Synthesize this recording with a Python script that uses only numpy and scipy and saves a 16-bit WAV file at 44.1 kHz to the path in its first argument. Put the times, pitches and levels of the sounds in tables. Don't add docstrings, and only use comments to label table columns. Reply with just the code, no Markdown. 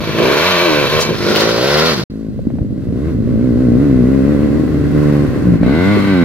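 import sys
import numpy as np
from scipy import signal
from scipy.fft import rfft, irfft
from scipy.io import wavfile
from scipy.ndimage import uniform_filter1d, minimum_filter1d

SR = 44100
rng = np.random.default_rng(int(sys.argv[2]) if len(sys.argv) > 2 else 0)


def to_wav(s):
    ch = np.atleast_2d(s).T
    pcm = np.round(np.clip(ch, -1, 1) * 32767)
    wavfile.write(sys.argv[1], SR, pcm.astype(np.int16))


N = 275184
TIME_S = np.arange(N) / SR
FREQ_HZ = np.fft.rfftfreq(N, 1 / SR)

# frequency in Hz, relative level in dB.
WIND_SPECTRUM = [(15, -26), (35, -14.5), (65, -11.5), (110, -3.5), (220, -8), (500, -50.5), (1500, -74)]
# time in seconds, level below 50 Hz in dB.
GUSTS = [(0, -38), (.5, -50), (.95, -37), (2.15, -56), (2.35, -43.5), (3.6, -40.5), (5.4, -41.5),
         (5.8, -43), (6.24, -45)]
# frequency in Hz, side gain in dB.
PASS_WIDTH = [(60, -7), (110, -37), (200, -7.5), (380, -9), (700, -9.5), (1290, -7), (2380, -3.5),
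              (4400, 3), (8120, 3), (15000, -2.5)]
CLIMB_WIDTH = [(60, -22), (110, -8), (200, -9.5), (380, -6), (700, -7), (1290, -5), (2380, -2.5),
               (4400, 1.5), (8120, -0.5), (15000, 1.5)]
# time in seconds, bearing from -1 to 1.
BEARING = [(0, 0.32), (.9, 0.68), (1.3, 0.5), (1.6, -0.51), (2.04, -0.3), (2.1, -0.73), (5, -0.025),
           (6.24, 0.29)]
# peak time in seconds, level in dB, band frequency in Hz,
# half length in seconds.
SCRAPES = [(1.016, -21, 5860, 0.018), (1.303, -31, 5100, .01), (1.363, -16.5, 3866, .012),
           (1.407, -21.5, 4950, 0.019)]
# start in seconds, unfiltered peak
# in dB, pitch in Hz, twice the decay time in seconds, crack in dB.
POPS = [(2.391, -18, 512.6, 0.0035, -53), (2.47, -4.5, 234, 0.0039, -49), (2.502, -22, 588.6, 0.0029, -41),
        (2.538, -12, 242, .0077, -50), (2.556, -21.5, 294.6, 0.001, -51), (2.585, -23, 679, 0.002, -40.5),
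        (2.616, -2, 78, 0.003, -59), (2.886, -8.5, 108, 0.0043, -50), (4.678, -5, 264, 0.0027, -31),
        (5.288, -5.5, 110, 0.0057, -48), (5.632, -6.5, 523, 0.0014, -26), (5.967, -7, 395, 0.0092, -30)]

# start in seconds, end in seconds, pulse front against gas in dB.
STAGES = [(-1, 1.15, 2.5), (1.15, 2.07, 1), (2.07, 5.62, -8), (5.62, 7, 7)]
# puff decay in seconds, steady flow against the puff, metal ringing in dB.
STAGE_FLOW = [(0.03, 1.2, 7), (0.033, .55, -3), (0.008, 3, -7), (0.014, 0.32, 7)]
# bark against boom in dB, hiss offset in dB.
STAGE_BALANCE = [(-4.5, -16.5), (-8, -14.5), (-9.5, -27.5), (-16, -27.5)]
# frequency in Hz, relative level in dB.
PASS_PULSE_SPECTRA = [
    [(29, -48), (50, -60), (75, -20), (154, -3), (201, -13), (237, -1.5), (275, -15.5), (336, -0.5),
     (521, 0), (788, -16), (1000, -5), (1300, -48), (2200, -120)],
    [(29, -57), (50, -32), (151, -23), (182, -8), (219, -7), (258, -20.5), (324, -6), (376, -0.5), (528, 3),
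     (829, -13.5), (1000, 1), (1300, -44), (2200, -120)],
]
CLIMB_PULSE_SPECTRA = [
    [(29, -26), (50, -30.5), (70, 7.5), (97, -10.5), (135, 6.5), (173, -4), (258, 5.5), (332, -4.5),
     (583, -16.5), (850, -40), (1000, -52), (1300, -72), (2200, -120)],
    [(29, -40), (50, -16.5), (140, -1), (199, 5), (286, 2.5), (328, -9.5), (396, -12), (839, -24.5),
     (1000, -16), (1300, -57), (2200, -120)],
]
PASS_GAS_SPECTRA = [
    [(350, -36), (600, 34.5), (788, 2.5), (993, 4), (1290, -0.5), (2070, -3), (2310, 1.5), (2870, -6),
     (4090, -12), (5150, -18), (6230, -18.5), (7540, -30), (8750, -35), (12000, -22), (15500, -33.5)],
    [(350, -21), (600, 30.5), (832, -0.5), (1050, -2), (1220, -4.5), (1390, 0.5), (1640, -7.5),
     (1810, -4.5), (3240, -11.5), (4140, -11), (5440, -14.5), (7960, -33), (8870, -33.5), (11800, -27),
     (15500, -36)],
]
CLIMB_GAS_SPECTRA = [
    [(440, -0.5), (750, 13.5), (873, 0), (1070, 5), (1260, 0), (1510, 2.5), (1730, -2.5), (2040, 1),
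     (2290, -10), (2630, -9.5), (2980, -17), (3610, -20.5), (4200, -20.5), (5700, -26), (15500, -33.5)],
    [(440, -37), (750, -13.5), (1490, -11.5), (1750, -19.5), (2120, -7), (2410, -20), (3990, -18),
     (6070, -26.5), (10900, -30.5), (15500, -33)],
]
# frequency in Hz, width in Hz, relative level in dB.
METAL_MODES = [(1060, 110, -8), (1560, 440, -10.5), (2327, 34, -3.5), (2643, 36, -1.5), (3125, 47, -6),
               (4200, 660, -5.5), (5190, 56, -10)]

# time in seconds, firing rate in Hz.
PASS_SPEED = [(0.0, 54), (0.167, 54), (0.258, 63.3), (0.38, 76), (0.488, 94), (0.586, 84.4), (0.627, 91),
              (0.718, 76.8), (0.867, 69), (1.04, 85), (1.117, 54.6), (1.185, 48.8), (1.307, 50.4),
              (1.487, 57), (1.567, 57), (1.657, 68.5), (1.889, 83.5), (2.04, 44)]
CLIMB_SPEED = [(2.1, 50.3), (2.183, 56.0), (2.303, 51.7), (2.524, 59.6), (2.68, 48.4), (2.915, 54.09),
               (3.362, 52.18), (3.509, 58.7), (3.725, 58.8), (3.917, 65.88), (4.02, 60.38), (4.206, 65.76),
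               (4.481, 67.03), (4.816, 72.98), (5.022, 74.13), (5.3, 71.73), (5.595, 53.06)]
LEAP_SPEED = [(5.693, 65.05), (5.797, 87.74), (5.922, 104.4), (6.027, 97.9), (6.088, 99.4), (6.24, 81.9)]
# peak time in seconds, extra firing rate in Hz, rise in seconds.
WHEELSPINS = [(2.821, 16.9, 0.14), (3.096, 32.2, 0.185), (3.303, 11.4, 0.094), (3.447, 9.3, 0.094),
              (3.615, 6.8, 0.074), (3.843, 12.0, 0.1), (4.135, 5.03, 0.1), (4.32, 8.4, 0.1),
              (4.434, 9.1, 0.067), (4.58, 9.24, 0.096), (4.719, 5.47, 0.097)]
# opening and closing in seconds, bite 0-1, settling in seconds, final roughness 0-1.
THROTTLE_PULLS = [(.15, 1, 0.93, 0.27, 0.22), (1.215, 1.909, 0.85, 0.36, .12),
                  (2.053, 2.259, 0.15, .05, 0.18), (2.877, 3.09, 0.12, .1, 0.25),
                  (3.213, 4.449, 0.09, 0.13, 0.33), (4.923, 5.184, 0.28, 0.043, .2),
                  (5.609, 6.3, 0.88, .12, .08)]
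# time in seconds, half length in seconds, change in dB.
LURCHES = [(0.891, 0.027, -7.5), (1.114, 0.031, 7), (1.18, 0.019, -3), (2.408, .018, -7),
           (3.163, .046, -2.5), (4.657, 0.064, -4.5), (4.898, 0.031, -7), (5.253, 0.027, -3),
           (5.398, 0.067, -2.5), (5.5, 0.088, 1.5), (5.584, .02, -8), (6.023, 0.052, -4)]
# time in seconds, bass and treble in dB.
PASS_LEVELS = [(0, -24, -26.5), (.25, -20, -22.5), (.52, -27.5, -21.5), (.8, -22.5, -23.5),
               (1.15, -21, -25), (1.42, -19, -20), (1.55, -20, -25), (1.8, -17.5, -21.5),
               (2.04, -25.5, -26.5)]
CLIMB_LEVELS = [(2.1, -27, -52.5), (2.75, -24, -54), (2.98, -18.5, -47.5), (3.2, -18.5, -46.5),
                (3.65, -12.5, -40), (4.3, -12, -36.5), (4.75, -12, -38), (5.05, -13.5, -33.5),
                (5.58, -13, -34.5), (5.88, -12, -29.5), (6.24, -16, -31.5)]
# dB at full bite, dB per octave of engine speed.
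LOAD_RESPONSE = [(2.95, -2), (11, 0.5), (5, 4), (4.5, 6)]
# time in seconds, orders 1 to 4 against the boom in dB.
PASS_ORDERS = [(0, -22.5, -10.5, -3.5, -8.5), (0.3, -22, -14, -11, -7), (0.5, -5.5, 1, -11.5, -1.5),
               (0.68, -20.5, -5.5, -10, 7), (0.95, -25, -4, -10, -19.5), (1.3, -33.5, -22, -13, -6.5),
               (1.75, -15.5, -6.5, -12.5, -18.5), (2.04, -15, -4.5, 2.5, -3)]
CLIMB_ORDERS = [(2.1, -8.5, -9, -7.5, -2), (2.75, -19, -19, -15, -6.5), (3.08, -1.5, -4, -10.5, -4.5),
                (3.3, -15, -7, -16.5, -1.5), (4.0, -11, -6, -7.5, 0), (4.45, -14.5, -12.5, -4.5, -5.5),
                (4.8, -7.5, -5, -13.5, -5.0), (5.199, -14, -1.5, -4.5, -3.5),
                (5.38, -18.5, -13, -29, -14.5), (5.48, -12, -3.5, 3.5, -8), (5.72, -13, -11.5, -7.5, -4.5),
                (5.93, -6.5, -2.5, -7.5, -18), (6.24, -12.5, -1, 2, -3.5)]


def amp(db):
    return 10 ** (np.asarray(db) / 20)


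def unit_rms(x):
    return x / np.sqrt(np.mean(x ** 2) + 1e-20)


def smooth(x, window_s):
    window = np.hanning(int(window_s * SR) | 1)
    return signal.oaconvolve(x, window / window.sum(), 'same')


def steady_rms(x):
    return x / np.sqrt(abs(smooth(x ** 2, window_s=.12)) + 1e-4 * np.mean(x ** 2))


def curve(table, column=1):
    table = np.array(table, float)
    return np.interp(TIME_S, table[:, 0], table[:, column])


def ramp(start_s, length_s):
    return np.clip((TIME_S - start_s) / max(length_s, 1e-3), 0, 1)


def bump(peak_s, half_s):
    return np.exp(-((TIME_S - peak_s) / half_s) ** 2)


def spectrum_db(table):
    hz, db = np.transpose(table)
    return np.interp(np.log(FREQ_HZ + 1), np.log(hz + 1), db)


def colour(x, response):
    return irfft(rfft(x) * response, N)


def band(x, lo_hz, hi_hz, order=10):
    return colour(x, 1 / (1 + (FREQ_HZ / hi_hz) ** order) - 1 / (1 + (FREQ_HZ / lo_hz) ** order))


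def resonate(x, gain_db):
    cepstrum = irfft(np.log(amp(np.maximum(gain_db, -100))), N)
    cepstrum[1:N // 2] *= 2
    cepstrum[N // 2 + 1:] = 0
    return colour(x, np.exp(rfft(cepstrum)))


def wander(hz):
    return unit_rms(colour(rng.standard_normal(N), np.exp(-(FREQ_HZ / hz) ** 2)))


def wind():
    shared, left, right = (
        resonate(rng.standard_normal(N), spectrum_db(WIND_SPECTRUM)) * amp(2 * wander(hz=33))
        for _ in range(3))
    rumble = shared + 4.7 * np.array([left, right])
    return amp(curve(GUSTS)) * rumble / np.std(band(rumble.mean(0), 15, 50))


def reflections(x, t60_s, first_s=.0028):
    t = np.arange(SR // 2) / SR
    echoes = 0
    for k in range(3):
        taps = rng.standard_normal(len(t)) * amp(-60 * t / t60_s) * (t > first_s)
        fade = np.cos(np.pi * (2.2 * TIME_S + k / 3))
        echoes += fade * signal.fftconvolve(x, taps / np.linalg.norm(taps))[:N]
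    return echoes / np.sqrt(3 / 2)


def microphone_pair(x, width):
    bearing = np.clip(curve(BEARING), -1, 1)
    direct = -bearing * signal.hilbert(x).imag
    diffuse = np.sqrt(1 - bearing ** 2) * reflections(x, t60_s=.2)
    side = colour(direct + diffuse, amp(spectrum_db(width)))
    return np.array([x + side, x - side])


def scrapes(grit_db=2, top_db=-13):
    grit = rng.standard_normal(N) * amp(grit_db * wander(hz=400))
    top = amp(top_db) * unit_rms(band(grit, 10000, 18000, order=6))
    return sum(amp(db) * (unit_rms(band(grit, hz / 1.9, hz * 1.15, order=6)) + top) * bump(peak_s, half_s)
               for peak_s, db, hz, half_s in SCRAPES)


def pops(crack_decay_s=.0072):
    crackle = unit_rms(band(rng.standard_normal(N), 590, 2700, order=7))
    out = np.zeros(N)
    for start_s, peak_db, hz, length_s, crack_db in POPS:
        t = np.maximum(TIME_S - start_s, 0)
        blast = -t * np.exp(-2 * t / length_s) * np.sin(2 * np.pi * hz * t)
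        crack = crackle * (t > 0) * np.exp(-t / crack_decay_s)
        out += amp(peak_db) * blast / abs(blast).max() + amp(crack_db) * crack
    return band(out, 33, 3000, order=4)


def stage_shares():
    return np.array([uniform_filter1d(1. * ((TIME_S > start_s) & (TIME_S < end_s)), size=2600)
                     for start_s, end_s, _ in STAGES])


def wheelspin_hz(grip_s=.07):
    return sum(extra_hz * (ramp(peak_s - rise_s, rise_s) - ramp(peak_s, grip_s))
               for peak_s, extra_hz, rise_s in WHEELSPINS)


def throttle(travel_s=.054, closed_rough=.68, rough_per_db=.13, flutter_db=1.5):
    bite, rough = 0, closed_rough
    for open_s, close_s, strength, settle_s, open_rough in THROTTLE_PULLS:
        shut = ramp(close_s, travel_s)
        bite += strength * (ramp(open_s, travel_s) - shut)
        rough += (open_rough - closed_rough) * (ramp(open_s, settle_s) ** 2 - shut)
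    lurch_db = sum(db * bump(peak_s, half_s) for peak_s, half_s, db in LURCHES)
    rough = np.clip(rough + rough_per_db * abs(lurch_db), 0, 1)
    return bite, rough, lurch_db + flutter_db * rough * wander(hz=16)


def band_levels_db(rate_hz, bite, unsteady_db, cruise_hz=70, spin_db_per_hz=.1648):
    levels = np.vstack([PASS_LEVELS, CLIMB_LEVELS])
    bass_db, treble_db = curve(levels) + unsteady_db, curve(levels, 2)
    bark_db, hiss_db = np.transpose(STAGE_BALANCE) @ stage_shares()
    rasp_db = treble_db + spin_db_per_hz * wheelspin_hz() + .35 * np.minimum(unsteady_db, 0)
    base_db = bass_db, bass_db + bark_db, rasp_db, .57 * treble_db + hiss_db
    octaves = np.log2(rate_hz / cruise_hz)
    return [db + bite_db * bite + octave_db * octaves
            for db, (bite_db, octave_db) in zip(base_db, LOAD_RESPONSE)]


def firings(cycles, rough, uneven_db=4, jitter_s=.0005):
    at = np.flatnonzero(np.diff(np.floor(cycles)))
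    slip, strength = rng.standard_normal((len(at), 2)).T
    size = amp(uneven_db * rough[at] * np.clip(strength, -2, 1))
    shift = np.round(jitter_s * SR * rough[at] * slip).astype(int)
    at = np.sort(np.clip(at + shift, 0, N - 1))
    clicks = np.zeros(N)
    clicks[at] = size
    latest = np.maximum(np.searchsorted(at, np.arange(N), 'right') - 1, 0)
    return unit_rms(clicks), abs(TIME_S - TIME_S[at[latest]]), size[latest]


def pulse_fronts(clicks, rough, cutoff_hz=2800):
    fronts = (1 - rough) * unit_rms(clicks + 1.8 * reflections(clicks, t60_s=.05))
    return colour(fronts, 1 / np.sqrt(1 + (FREQ_HZ / cutoff_hz) ** 4))


def metal_lift_db(ring_db):
    lift = sum(amp(db + ring_db) / (1 + (2 * (FREQ_HZ - hz) / width_hz) ** 2)
               for hz, width_hz, db in METAL_MODES)
    return 20 * np.log10(1 + lift)


def exhaust(cycles, rough, churn_db=-2):
    clicks, age_s, size = firings(cycles, rough)
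    fronts = pulse_fronts(clicks, rough)
    turbulence = rng.standard_normal(N)
    stages = zip(stage_shares(), STAGES, STAGE_FLOW,
                 PASS_PULSE_SPECTRA + CLIMB_PULSE_SPECTRA, PASS_GAS_SPECTRA + CLIMB_GAS_SPECTRA)
    throb = rasp = 0
    for share, (_, _, front_db), (puff_s, steady, ring_db), pulse_spectrum, gas_spectrum in stages:
        gas = unit_rms((steady + size * np.exp(-age_s / puff_s)) * turbulence)
        pipe = resonate(clicks + amp(churn_db) * rough * gas, spectrum_db(pulse_spectrum))
        metal = resonate(gas + amp(front_db) * fronts, spectrum_db(gas_spectrum) + metal_lift_db(ring_db))
        throb += share * unit_rms(pipe)
        rasp += share * unit_rms(metal)
    return throb + amp(-12) * reflections(throb, t60_s=.16), rasp


def pipe_orders(x, cycles, boom_db):
    orders = np.vstack([PASS_ORDERS, CLIMB_ORDERS])
    for k in range(1, orders.shape[1]):
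        carrier = np.exp(2j * np.pi * k * cycles)
        order = smooth(x / carrier, window_s=.07)
        gain = amp(boom_db + curve(orders, k)) / np.sqrt(2) / (abs(order) + 1e-9)
        x = x + 2 * (carrier * order * (gain - 1)).real
    return x


def engine(between_orders_db=-1.5):
    rate_hz = curve(np.vstack([PASS_SPEED, CLIMB_SPEED, LEAP_SPEED])) + wheelspin_hz()
    cycles = np.cumsum(rate_hz) / SR
    bite, rough, unsteady_db = throttle()
    boom_db, bark_db, rasp_db, hiss_db = band_levels_db(rate_hz, bite, unsteady_db)
    throb, treble = exhaust(cycles, rough)
    nearness = np.interp(hiss_db, (-48, -28), (.3, 1))
    clatter = amp(nearness * (wander(hz=250) + 1.28 * wander(hz=21)))
    boom = amp(boom_db + between_orders_db) * steady_rms(band(throb, 45, 330))
    bark = amp(bark_db) * steady_rms(band(throb, 330, 800))
    rasp = amp(rasp_db) * steady_rms(band(treble, 800, 3000))
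    hiss = amp(hiss_db) * steady_rms(clatter * band(treble, 3000, 20000))
    return pipe_orders(boom + bark, cycles, boom_db) + rasp + hiss


def scene(pass_end_s=2.038, climb_start_s=2.101, shelter_db=-5.5):
    bike = (engine() + scrapes() + pops()) * signal.windows.tukey(N, .002)
    air = wind()
    close_pass = microphone_pair(bike, PASS_WIDTH) + amp(shelter_db) * air
    climb = microphone_pair(bike, CLIMB_WIDTH) + air
    pass_gate = uniform_filter1d(1. * (TIME_S < pass_end_s), size=200)
    climb_gate = uniform_filter1d(1. * (TIME_S > climb_start_s), size=200)
    return pass_gate * close_pass + climb_gate * climb


def record(dry):
    ceiling_gain = np.minimum(1, 1 / (abs(dry).max(0) + 1e-9))
    limited = dry * uniform_filter1d(minimum_filter1d(ceiling_gain, size=161), size=161)
    lowpass = signal.firwin(511, cutoff=15750, window=("kaiser", 9), fs=SR)
    return signal.oaconvolve(limited, lowpass[None], "same")


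dry = scene()
out = record(dry)
to_wav(out)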